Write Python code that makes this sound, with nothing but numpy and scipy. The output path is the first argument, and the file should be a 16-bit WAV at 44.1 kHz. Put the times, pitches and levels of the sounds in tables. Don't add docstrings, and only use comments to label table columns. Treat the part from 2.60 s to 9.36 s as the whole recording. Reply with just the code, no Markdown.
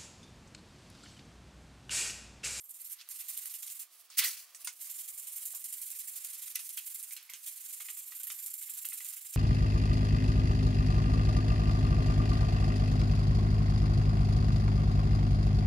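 import sys
import numpy as np
from scipy import signal
from scipy.fft import rfft, irfft, next_fast_len
from scipy.io import wavfile
from scipy.ndimage import uniform_filter1d, map_coordinates

SR = 44100
rng = np.random.default_rng(int(sys.argv[2]) if len(sys.argv) > 2 else 0)


def master_out(mix):
    frames = np.transpose(np.atleast_2d(mix))
    ceiling = np.clip(frames, -1, 1)
    pcm = np.round(ceiling * 32767).astype(np.int16)
    wavfile.write(sys.argv[1], SR, pcm)


def volts(x):
    e = np.asarray(x, float) / 20
    return 10 ** e


N = 298157
TIME_S = np.arange(N) / SR

# frequency in Hz, level in dB per Hz.
HISS_SPECTRUM = [(530, -35), (900, -9), (2000, -1), (4500, -2.5), (9000, -8.5), (15700, -16)]
# time in seconds, level in dB.
ROAR_LEVEL = [(0, -80.5), (1.5, -76.5), (3, -77.5), (4, -82), (6.76, -84.5)]
# frequency in Hz, level in dB per Hz.
ROAR_SPECTRUM = [(120, -67), (200, -19), (270, -23), (318, -11.5), (411, -13), (546, -7.5), (598, -10.5),
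                 (684, 0), (819, -10), (1200, 0), (1560, -14), (2640, -120)]
# time in seconds, frequency in Hz, level in dB.
ENGINE_HUM = [
    (0, 315, -96),
    (0.5, 322, -93),
    (1, 329, -96),
    (2, 341, -98),
    (2.7, 350, -101),
    (2.85, 355, -118),
]
# time in seconds, frequency in Hz, level in dB.
GEAR_WHINE = [
    (1.6, 532, -100),
    (1.75, 536, -93),
    (2.4, 553, -92),
    (2.95, 566, -84.5),
    (3.04, 566, -87),
    (3.08, 566, -112),
]
# frequency in Hz, t60 in seconds.
ROOM_T60 = [(500, 0.08), (3000, 0.14), (12000, 0.008)]
# frequency in Hz, side re mid in dB.
WIDE = [(60, 8), (150, 4.5), (380, -31.5), (950, -15), (2380, -8.5), (5980, -4.5), (15000, -7.5)]
# frequency in Hz, side re mid in dB.
COMPACT = [(150, -10), (450, -29), (1290, -14.5), (2600, -15.5), (4400, -7), (8000, -3), (15000, -7)]
# frequency in Hz, left re right in dB.
PORT_TILT = [(60, 2), (240, -1), (950, -0.5), (2600, -0.9), (4200, -2.5), (8000, -3.5), (15000, -5)]

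# start in seconds, length in seconds, level in dB, roughness in dB.
SLIDES = [(0.364, 0.14, -62, -2.5), (0.384, 0.043, -63.5, 10.5), (1.3, 0.18, -59, -10.5),
          (1.49, 0.09, -61.5, 0), (1.938, 0.058, -57.5, -12), (1.99, 0.053, -54, -10),
          (2.037, 0.057, -52, -7), (2.118, 0.079, -53, -15), (3.925, 0.11, -48.5, -11.5),
          (3.953, 0.0072, -35, -7), (3.965, 0.13, -48, -16.5), (4.576, 0.066, -59, -2.5),
          (4.63, 0.13, -60, -12), (4.727, 0.15, -52.5, -17)]
# frequency in Hz, level in dB per Hz.
SLIDE_SPECTRUM = [(3500, -43.5), (5500, -10.5), (6500, -9), (9500, -2.5), (11500, -2.5), (15700, -6)]
# frequency in Hz, level in dB per Hz.
RUB_SPECTRUM = [(590, -65), (1000, -19.5), (2680, -6), (2910, -6.5), (4850, -3), (7000, -13.5),
                (9100, -41.5), (15400, -120)]

# time in seconds, vigour in dB, boil re steam in dB.
QUENCH_COURSE = [(1.563, -74, -6), (1.574, -32, -18), (1.585, -27, -10.5), (1.596, -25, -8),
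                 (1.618, -35, -6), (1.634, -36, 2), (1.644, -29.5, -7.5), (1.658, -31.5, -8),
                 (1.68, -32.5, -12.5), (1.7, -38, -12), (1.768, -48, -10), (1.802, -47.5, -13),
                 (1.86, -58.5, -12), (1.94, -64, -11)]
# frequency in Hz, level in dB per Hz.
STEAM_SPECTRUM = [(2650, -44), (4500, -5), (10700, -4), (11700, -4), (15700, -3.5)]
# frequency in Hz, level in dB per Hz.
BOIL_SPECTRUM = [(300, -68), (560, -41), (1040, -15.5), (1600, -9), (1960, -5), (2350, -2), (4600, -5),
                 (5500, -22), (7500, -37)]
# start in seconds, frequency in Hz, peak in dB, t60 in seconds.
STEAM_BUBBLES = [(1.572, 1980, -40, 0.046), (1.584, 4690, -25.5, .05), (1.584, 2850, -27.5, 0.046),
                 (1.582, 14600, -20, 0.048), (1.590, 1960, -29.5, 0.097), (1.590, 5740, -26, .04),
                 (1.589, 7440, -35, .05), (1.590, 14300, -27, 0.032), (1.59, 4760, -33, .04),
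                 (1.606, 2260, -30.5, .06), (1.614, 1050, -44, 0.08), (1.636, 4480, -37, 0.051),
                 (1.64, 12200, -30, 0.087), (1.651, 1976, -32, .08), (1.655, 7500, -33, 0.07),
                 (1.66, 8450, -36, .08), (1.694, 1320, -48, 0.039)]

# start in seconds, peak in dB, hardness in dB, ring in Hz.
TONG_CLINKS = [(0.4108, -48, -0.5, 2590), (1.947, -51.5, 9, 1890), (2.049, -47, 4, 2670),
               (3.9587, -34.5, 0, 2030), (4.175, -35, -3.5, 3230), (4.508, -45, 1, 2240),
               (4.565, -39, -5, 4160), (4.626, -58, 0, 4230), (4.7353, -39.5, -0.5, 3090),
               (6.737, -44.5, 6.5, 2480)]
# start in seconds, peak in dB, hardness in dB, ring in Hz.
PIECE_KNOCKS = [(2.0726, -35.5, 6, 1467), (3.9916, -44.5, 2, 2680), (4.6972, -42.5, 3, 2090),
                (5.2025, -40, -12, 2170), (5.2848, -39.5, -21, 2540), (5.521, -43.5, -6, 1910),
                (5.6025, -51, -7, 1510), (5.634, -51.5, -4, 3150), (5.37, -51.5, -6, 2010),
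                (5.255, -51, -12, 2020), (5.671, -47.5, -9, 1880), (5.701, -38.5, 6.5, 3620),
                (6.0152, -49, -9, 2220), (6.03, -54.5, -14, 2040), (6.087, -48, -15, 2570),
                (6.2473, -41.5, -4, 2650), (6.321, -43, -15, 2570), (6.4044, -43, 0, 2010),
                (6.569, -50.5, -1, 2150), (6.649, -50.5, -6, 2060)]
# start in seconds, peak in dB, hardness in dB, ring in Hz.
DULL_BUMPS = [
    (0.4746, -62, 2, 4020),
    (1.501, -57.5, 12, 4130),
    (2.936, -55, 7, 700),
    (2.951, -64, -8, 363),
]
# crack in dB, tick in dB, thud in dB, ring in dB.
CONTACT_KINDS = [
    (2.5, 1, -24, -4.5),
    (-1.5, -1.5, -12.5, -6),
    (2, -24, 1.5, -6.5),
]
# frequency in Hz, level in dB per Hz.
RATTLE_SPECTRUM = [(880, -46.5), (1500, -11.5), (2760, -0.5), (3500, -4.5), (5500, -11.5), (7150, -42.5),
                   (12100, -120)]
# frequency in Hz, level in dB per Hz.
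CRACK_SPECTRUM = [(3000, -37.5), (4800, -4), (6500, 1), (8800, -1.5), (11000, -25)]
# frequency in Hz, level in dB per Hz.
TICK_SPECTRUM = [(6500, -40.5), (9000, 5), (12500, 0.5), (15800, -1.5)]
# frequency in Hz, level in dB per Hz.
THUD_SPECTRUM = [(200, -50), (500, -22), (850, -8), (1150, 0), (1500, -3), (2400, -30)]
# start in seconds, frequency in Hz, peak in dB, t60 in seconds.
STEEL_PINGS = [(1.948, 6200, -47, 0.035), (1.952, 9200, -48, 0.094), (1.96, 6540, -55, .1),
               (2.012, 9850, -54, .15), (2.0463, 9070, -36, 0.091), (2.047, 14000, -31, 0.033),
               (2.051, 10040, -43.5, 0.16), (2.071, 6850, -37.5, 0.075), (2.0728, 8700, -38, .06),
               (2.0728, 4960, -40, .05), (2.075, 2180, -42.5, .07), (2.073, 994, -45.5, 0.036),
               (2.0735, 3630, -47, 0.033), (1.99, 2120, -68, 0.09), (4.173, 1290, -58, 0.036),
               (3.949, 6500, -40, .05), (3.9567, 9600, -30, 0.031), (3.9565, 12500, -29, 0.045),
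               (3.957, 5480, -34, 0.035), (3.992, 9300, -37.5, .03), (3.992, 6400, -46, 0.026),
               (4.521, 2300, -50, 0.1), (4.523, 8700, -41, 0.056), (4.564, 12700, -44, 0.064),
               (4.577, 2530, -50, 0.025), (4.628, 12900, -48.5, .1), (4.693, 2220, -47.5, 0.054),
               (4.698, 12650, -43, .12), (4.72, 2150, -48, .04), (4.736, 6260, -47, .05),
               (5.205, 1270, -59, 0.042), (5.285, 2900, -46, 0.06), (5.2855, 2020, -42, 0.045),
               (5.522, 1230, -60, 0.05), (5.7, 1340, -51, 0.04), (5.701, 2060, -45, .04),
               (5.708, 2930, -47, 0.043), (6.075, 2040, -48, .02), (6.088, 2380, -52, .03),
               (6.248, 2000, -41.5, 0.025), (6.254, 3140, -46, 0.031), (6.247, 1260, -59, 0.045),
               (6.32, 2080, -44, 0.038), (6.321, 1330, -51, 0.04), (6.405, 2090, -51, 0.036)]

# start in seconds, peak in dB, t60 in seconds.
WIRE_SNAPS = [(0.0947, -36, 0.008), (0.145, -39, 0.008), (0.1999, -37, 0.008), (0.2513, -35, 0.008),
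              (0.2993, -34, 0.008), (0.4893, -29, 0.008), (0.7759, -20, 0.0092), (0.857, -26, 0.008),
              (0.94, -30, 0.0086), (1.0243, -31, 0.008), (1.194, -30.5, 0.008), (1.583, -14, 0.0093),
              (1.5896, -13, 0.0072), (1.595, -20, 0.0092), (1.6395, -24, 0.008), (1.647, -20.5, 0.008),
              (2.0464, -32, 0.008), (2.4784, -31, 0.008), (2.7616, -30.5, 0.008), (2.855, -24.5, 0.008),
              (3.0415, -35, 0.008), (3.1258, -31, 0.0069), (3.1712, -35, 0.008), (3.217, -30, 0.008),
              (3.304, -24.5, 0.008), (3.3898, -28, 0.008), (3.5574, -33, 0.008), (3.5644, -28, 0.0071),
              (3.6476, -25, 0.0089), (3.8214, -33, 0.008), (3.9573, -21, 0.0066), (4.0919, -26, 0.0097),
              (4.173, -26, 0.008), (4.346, -28, 0.008), (4.428, -31, 0.008), (4.5655, -35, 0.008),
              (4.6277, -41, 0.009), (4.7356, -32, 0.008), (4.8758, -30, 0.0074), (5.127, -33, 0.008),
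              (5.6327, -26.5, 0.008), (5.67, -26.5, 0.0088), (5.8619, -27, 0.0073), (5.9408, -25.5, 0.0087),
              (6.097, -28.5, 0.008), (6.1375, -27, 0.008), (6.1823, -29.5, 0.008), (6.2537, -26, 0.0068),
              (6.2879, -22, 0.008), (6.331, -34, 0.008), (6.4467, -27.5, 0.0094)]
# start in seconds, peak in dB.
DRY_SNAPS = [(1.5911, -10), (3.042, -30), (3.1275, -26), (3.2185, -29), (4.4285, -30), (5.6335, -25),
             (5.6702, -28), (5.8625, -26), (5.9405, -26), (6.2535, -25), (6.3315, -26)]
# frequency in Hz, level in dB per Hz.
SNAP_SPECTRUM = [(1500, -42.5), (3000, -15.5), (6500, -14), (9000, 2), (12500, 2), (15800, -1.5)]

# frequency in Hz, width in Hz, level in dB.
TUFTS = [
    (7414, 790, -3),
    (8490, 1100, -5),
    (8940, 570, -8),
    (10900, 6400, -0.5),
    (12700, 1500, 1.6),
    (15150, 1300, -6.5),
]
TUFT_LEANS = [0.4, 0.061, 1, 0.67, 1.3, -0.208]
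# frequency in Hz, level in dB per Hz.
WIRE_BED_SPECTRUM = [(2350, -46.5), (4000, -26), (5570, -13.5), (9280, 5.5), (10900, 3.5), (13100, 2),
                     (16000, -5.5)]
# frequency in Hz, level in dB per Hz.
SCRAPE_SPECTRUM = [(290, -56), (500, -47), (546, -33), (597, -37.5), (689, -25), (1720, -15), (2030, -8.5),
                   (5550, -6.5), (7000, -2), (9100, -31.5), (15400, -120)]
# frequency in Hz, width in Hz, level in dB.
PIECE_MODES = [(7300, 300, -9), (9000, 48, -3), (9600, 84, -2.5), (11400, 130, -4.5), (13000, 1300, -2.5),
               (14000, 250, -5), (15100, 300, -6.5)]
# time in seconds, press in dB, brush tilt in dB, long wires in dB, middle wires in dB.
BRUSH_STANCE = [(0, -78, 7, -5, 2.5), (.12, -66, 1, -5, 3.5), (.36, -62.5, 3.5, -4.5, 4),
                (.5, -62.5, -1.5, -3, 2.5), (.9, -61, -0.5, -2.5, 1.5), (1.3, -65, -7, 0, 0.5),
                (2.18, -62, -0.5, -0.5, 0.5), (2.6, -66, -6, 0, 1.5), (3.1, -66, -3.5, -1.5, 2),
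                (3.95, -62, -3.5, -2, 0.3), (4.6, -67, -5.5, 0.5, -0.5), (4.8, -63, -3.5, -1.5, -2),
                (5.4, -64, -2.5, 1.5, -2), (5.55, -65.5, 3.5, 0, -3.5), (6.2, -65, -1, 2, -1),
                (6.76, -63.5, -4, 2.5, 1)]
# start in seconds, bite in dB, push in dB, pull in dB.
OPENING_BOUT = [
    (-0.012, -66, -52.5, -54.5),
    (0.088, -51.5, -47, -50),
    (0.193, -53, -44.5, -47.5),
    (0.299, -49, -42.5, -64.5),
]
EARLY_BOUT = [(0.49, -48.5, -40.5, -45), (0.59, -42, -41, -48.5), (0.682, -40.5, -37.5, -43),
              (0.769, -41.5, -39.5, -43.5), (0.854, -37.5, -42.5, -43.5), (0.938, -40, -42, -46.5),
              (1.025, -38.5, -42.5, -41), (1.096, -42, -40.5, -45.5), (1.194, -39.5, -45.5, -66.5)]
LONG_BOUT = [(2.188, -55.5, -40, -44), (2.297, -41, -42, -42.5), (2.384, -41.5, -39.5, -44),
             (2.48, -38.5, -43, -47), (2.576, -39.5, -40, -44.5), (2.67, -39.5, -42, -41.5),
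             (2.76, -37, -41, -40.5), (2.853, -36.5, -39.5, -42.5), (2.947, -37.5, -41.5, -44.5),
             (3.041, -36.5, -40, -42.5), (3.125, -37, -41, -42), (3.215, -38, -41, -41),
             (3.302, -40.5, -41, -42.5), (3.39, -37.5, -39, -44.5), (3.473, -38.5, -40.5, -44),
             (3.557, -39, -39.5, -44.5), (3.641, -39.5, -41, -43), (3.731, -41, -42.5, -44.5),
             (3.819, -40.5, -43, -42), (3.9, -41, -45, -77)]
SHORT_BOUT = [(4.009, -73, -76, -44.5), (4.092, -42.5, -41, -44), (4.169, -37, -39, -47.5),
              (4.261, -40, -39, -43), (4.346, -36, -41.5, -42.5), (4.431, -39.5, -43.5, -46),
              (4.517, -42, -39.5, -48.5)]
FINAL_BOUT = [(4.79, -66, -62, -45.5), (4.862, -38, -37.5, -46.5), (4.958, -46.5, -44.5, -46.5),
              (5.04, -44.5, -42.5, -45.5), (5.127, -40, -41.5, -45), (5.203, -41, -42, -44.5),
              (5.285, -46, -40.5, -46.5), (5.37, -43.5, -41.5, -46.5), (5.462, -48, -45, -46.5),
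              (5.55, -42.5, -45, -44), (5.633, -40, -47.5, -42.5), (5.699, -57, -38.5, -47),
              (5.78, -43.5, -42, -43), (5.861, -40, -42, -43.5), (5.936, -43, -45.5, -43.5),
              (6.013, -42, -41, -45), (6.096, -41, -42, -44), (6.172, -40, -41, -43),
              (6.25, -36, -43.5, -40.5), (6.33, -38, -42.5, -40.5), (6.406, -45, -44, -39.5),
              (6.482, -40.5, -40.5, -42), (6.565, -42, -45, -45), (6.648, -44.5, -44, -45),
              (6.726, -42, -44, -51)]
# lift in seconds, turn dip in dB, push share of a stroke.
BOUT_LIFTS = [
    (0.44, -5.5, 0.49),
    (1.33, -2.5, 0.55),
    (3.985, -1, 0.54),
    (4.6, -2, 0.47),
    (6.84, -1.5, 0.56),
]


def unit(x):
    return x / np.sqrt(np.mean(x ** 2) + 1e-20)


def along(points, hz):
    f, v = np.transpose(points)
    return np.interp(np.log(hz + 1), np.log(f + 1), v)


def shaped(spectrum):
    return lambda hz: volts(along(spectrum, hz))


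def resonance(hz, centre_hz, width_hz):
    damping = 1j * hz * width_hz
    return damping / (centre_hz ** 2 - hz ** 2 + damping)


def filtered(x, response):
    size = next_fast_len(N + 8192)
    return irfft(rfft(x, size) * response(np.fft.rfftfreq(size, 1 / SR)), size)[..., :N]


def gains(rows):
    s, *columns = np.transpose(rows)
    curves = [volts(np.interp(TIME_S, s, db, left=-150, right=-150)) for db in columns]
    return eased(curves)


def eased(curves):
    return uniform_filter1d(np.array(curves), size=65)


def flutter(rate_hz):
    knots = rng.standard_normal(int(N * rate_hz / SR) + 4)
    return map_coordinates(knots, [TIME_S * rate_hz])


def slips(spread_db):
    size_db = spread_db * np.minimum(rng.standard_exponential(N), 6.5)
    return rng.standard_normal((2, N)) * volts(size_db)


def spread(pair, response, width=WIDE):
    mid, side = filtered(pair, lambda hz: response(hz) * [np.ones_like(hz), volts(along(width, hz))])
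    return np.array([mid + side, mid - side]) / np.sqrt(np.mean(mid ** 2))


def patchy(x, depth_db):
    z = signal.stft(x, nperseg=256)[2]
    field = uniform_filter1d(rng.standard_normal(z.shape[1:]), size=2, axis=0)
    field = uniform_filter1d(field, size=9, axis=1)
    gain = volts(depth_db * unit(field))
    return signal.istft(z * unit(gain), nperseg=256)[1][:, :N]


def tone(rows):
    s, hz, db = np.transpose(rows)
    phase = 2 * np.pi * np.cumsum(np.interp(TIME_S, s, hz) + 0.34 * flutter(6.2)) / SR
    level_db = np.interp(TIME_S, s, db, left=-150, right=-150) + 0.52 * flutter(3.3)
    return np.sqrt(2) * volts(level_db) * np.sin(phase)


def furnace():
    hiss_db = -68 - 2.0 * np.exp(-TIME_S / 0.33) + 3.0 * flutter(6.0)
    hiss = volts(hiss_db) * spread(slips(spread_db=-4.5), shaped(HISS_SPECTRUM))
    roar_gain = gains(ROAR_LEVEL)[0] * volts(-2.0 + 2.1 * flutter(6))
    roar = roar_gain * spread(slips(spread_db=-1.0), shaped(ROAR_SPECTRUM))
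    return hiss + roar + tone(ENGINE_HUM) + tone(GEAR_WHINE)


def shop(x):
    hz, t, z = signal.stft(rng.standard_normal((2, SR // 3)), SR, nperseg=256)
    decay = volts(-60 * t / along(ROOM_T60, hz)[:, None])
    width = volts([0 * hz, along(WIDE, hz)])[..., None]
    mid, side = signal.istft(z * decay * width, SR, nperseg=256)[1]
    tail = np.array([mid + side, mid - side]) / np.linalg.norm(mid)
    return signal.fftconvolve(np.pad(x, (300, 0))[None], tail, axes=1)[:, :N]


def hands():
    hiss, rub = np.zeros((2, N))
    for s, length_s, db, rough_db in SLIDES:
        now = slice(round(s * SR), round((s + length_s) * SR))
        swell = volts(db) * np.abs(np.sin(np.pi * (TIME_S[now] - s) / length_s)) ** 0.4
        hiss[now] = np.hypot(hiss[now], swell)
        rub[now] = np.hypot(rub[now], volts(rough_db) * swell)
    smooth = hiss * spread(slips(spread_db=1.5), shaped(SLIDE_SPECTRUM))
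    rough = rub * spread(slips(spread_db=4.0), shaped(RUB_SPECTRUM))
    return volts(2.0 * flutter(60)) * (smooth + rough)


def quench():
    steam, share = gains(QUENCH_COURSE)
    hiss = steam * spread(slips(spread_db=-1.5), shaped(STEAM_SPECTRUM), COMPACT)
    hiss = volts([[1.1], [-1.1]]) * hiss
    boil = steam * share * spread(slips(spread_db=-1.0), shaped(BOIL_SPECTRUM), COMPACT)
    return volts(1.0 * flutter(120)) * patchy(hiss + boil, depth_db=-0.5)


def clacks():
    colours = (RATTLE_SPECTRUM, CRACK_SPECTRUM, TICK_SPECTRUM, THUD_SPECTRUM)
    layers = np.array([spread(slips(spread_db=1.5), shaped(colour), COMPACT) for colour in colours])
    out, t = np.zeros((2, N + SR)), np.arange(SR // 5) / SR
    fall = 0.65 * volts(-60 * t / 0.15) + 0.24 * volts(-60 * t / 0.023) + 0.98 * volts(-60 * t / 0.006)
    attack = 1 - np.exp(-t / 0.00049)
    for rows, kind in zip((TONG_CLINKS, PIECE_KNOCKS, DULL_BUMPS), CONTACT_KINDS):
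        crack_db, tick_db, thud_db, ring_db = kind
        for s, db, hard_db, hz in rows:
            now = (round(s * SR) + np.arange(len(t))) % N
            ring = volts(ring_db - 60 * t / 0.047) * np.sin(2 * np.pi * hz * t)
            mix_db = np.array([0, crack_db + hard_db, tick_db + hard_db, thud_db]) - 8.0
            noise = np.tensordot(volts(mix_db), layers[:, :, now], axes=1)
            out[:, now[0]:now[0] + len(t)] += volts(db) * (ring + fall * noise) * attack
    return out[:, :N]


def pings():
    out, t = np.zeros((2, N + SR)), np.arange(SR // 6) / SR
    rings = [*STEEL_PINGS, *STEAM_BUBBLES]
    luck = rng.standard_normal((len(rings), 2, 2, 7, 1))
    for (s, hz, db, t60_s), (detune, phase) in zip(rings, luck):
        partials = np.sin(2 * np.pi * hz * (1 + 0.045 * detune) * t + 3 * phase)
        mid, side = partials.sum(axis=1) * volts([[0], [along(COMPACT, hz) - 2]])
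        envelope = volts(db - 9.0 - 60 * t / t60_s) * (1 - np.exp(-t / 0.00038))
        out[:, round(s * SR):][:, :len(t)] += envelope * np.array([mid + side, mid - side])
    return out[:, :N]


def snaps():
    burst, t = np.zeros(N + SR), TIME_S[:SR // 40]
    dry_t60_s = 0.004
    for s, db, t60_s in [*WIRE_SNAPS, *((s, db, dry_t60_s) for s, db in DRY_SNAPS)]:
        burst[round(s * SR):][:len(t)] += volts(db - 3.0 - 60 * t / t60_s)
    signs = np.sign(rng.standard_normal((2, N)))
    mid, side = filtered(burst[:N] * signs, shaped(SNAP_SPECTRUM))
    return np.array([mid + 0.63 * side, mid - 0.23 * side])


def strokes():
    pull_bite_db, turn_db, lifted_db = -0.2, -5.5, -76
    lead_in_s, lead_in_db = 0.0072, 3.5
    crest_share = 0.5
    starts, knots, levels = [], [], []
    bouts = (OPENING_BOUT, EARLY_BOUT, LONG_BOUT, SHORT_BOUT, FINAL_BOUT)
    for bout, (lift, dip_db, share) in zip(bouts, BOUT_LIFTS):
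        s, bite, push, pull = np.transpose(bout)
        ends = np.append(s[1:], lift)
        turn = s + share * (ends - s)
        after = np.append(push[1:], lifted_db)
        far_dip = (push + pull) / 2 + turn_db + dip_db
        near_dip = (pull + after) / 2 + turn_db + dip_db
        pushes = (s, turn, [bite, push, far_dip])
        pulls = (turn, ends, [pull + pull_bite_db, pull, near_dip])
        for a, b, shape in (pushes, pulls):
            starts += list(a)
            times = [a + 0.0036, a + crest_share * (b - a), b - lead_in_s, b - 0.0008]
            knots += list(np.ravel(times))
            levels += list(np.ravel(shape + [shape[2] + lead_in_db]))
        knots.append(s[0] - 0.0008)
        levels.append(lifted_db)
    order = np.argsort(knots)
    return np.sort(starts), np.interp(TIME_S, np.array(knots)[order], np.array(levels)[order])


def wire_tufts(stroke, stroke_count, tilt, long_wires, middle_wires):
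    luck_db = 1.1 * rng.standard_normal((stroke_count, len(TUFTS)))
    wires = volts(-2.5) * spread(slips(spread_db=-3.0), shaped(WIRE_BED_SPECTRUM))
    presence = (long_wires, 1, middle_wires, 1, 1, 1)
    for k, (hz, width_hz, db) in enumerate(TUFTS):
        tuft = spread(slips(spread_db=1.0), lambda f: resonance(f, hz, width_hz) ** 2)
        lean = tilt ** TUFT_LEANS[k] * presence[k]
        level_db = db - 7.5 + luck_db[stroke, k] + 0.67 * flutter(60)
        wires = wires + lean * volts(level_db) * tuft
    return wires


def piece_response(f):
    return 1 + sum(volts(db - 4.5) * resonance(f, hz, width_hz) for hz, width_hz, db in PIECE_MODES)


def brush():
    s, pressure_db = strokes()
    stroke = np.clip(np.searchsorted(s, TIME_S) - 1, 0, len(s) - 1)
    pressure_db = pressure_db + 1.2 * np.exp(-(TIME_S - s[stroke]) / 0.002)
    press, tilt, long_wires, middle_wires = gains(BRUSH_STANCE)
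    wires = filtered(wire_tufts(stroke, len(s), tilt, long_wires, middle_wires), piece_response)
    wires = volts(pressure_db + 0.98 * flutter(180)) * unit(wires)
    scrape_gain = press * volts(4.0 + 1.2 * flutter(110)) * volts(0.86 * (pressure_db + 46.0))
    scrape = scrape_gain * spread(slips(spread_db=3.0), shaped(SCRAPE_SPECTRUM))
    return patchy(wires + scrape, depth_db=1.8)


def scene():
    near = brush() + clacks() + snaps() + pings()
    return near + volts(-14.5) * shop(near.mean(0)) + quench() + hands() + furnace()


def roll_off(x):
    return signal.sosfilt(signal.butter(12, 16980, fs=SR, output="sos"), x)


def record(dry):
    top_hz, bass_hz, lead_s = 15740, 250, 1.0e-5

    def ports(hz):
        band = (hz < top_hz) / (1 + (bass_hz / (hz + 1)) ** 6)
        tilt = volts(along(PORT_TILT, hz) * np.array([[0.5], [-0.5]]))
        lead = np.exp(1j * np.pi * hz * lead_s * np.array([[1], [-1]]))
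        return band * tilt * lead

    fade_out = np.clip((N / SR - TIME_S) / 0.002, 0, 1)
    return roll_off(filtered(dry, ports) * fade_out)


dry = scene()
out = record(dry)
master_out(out)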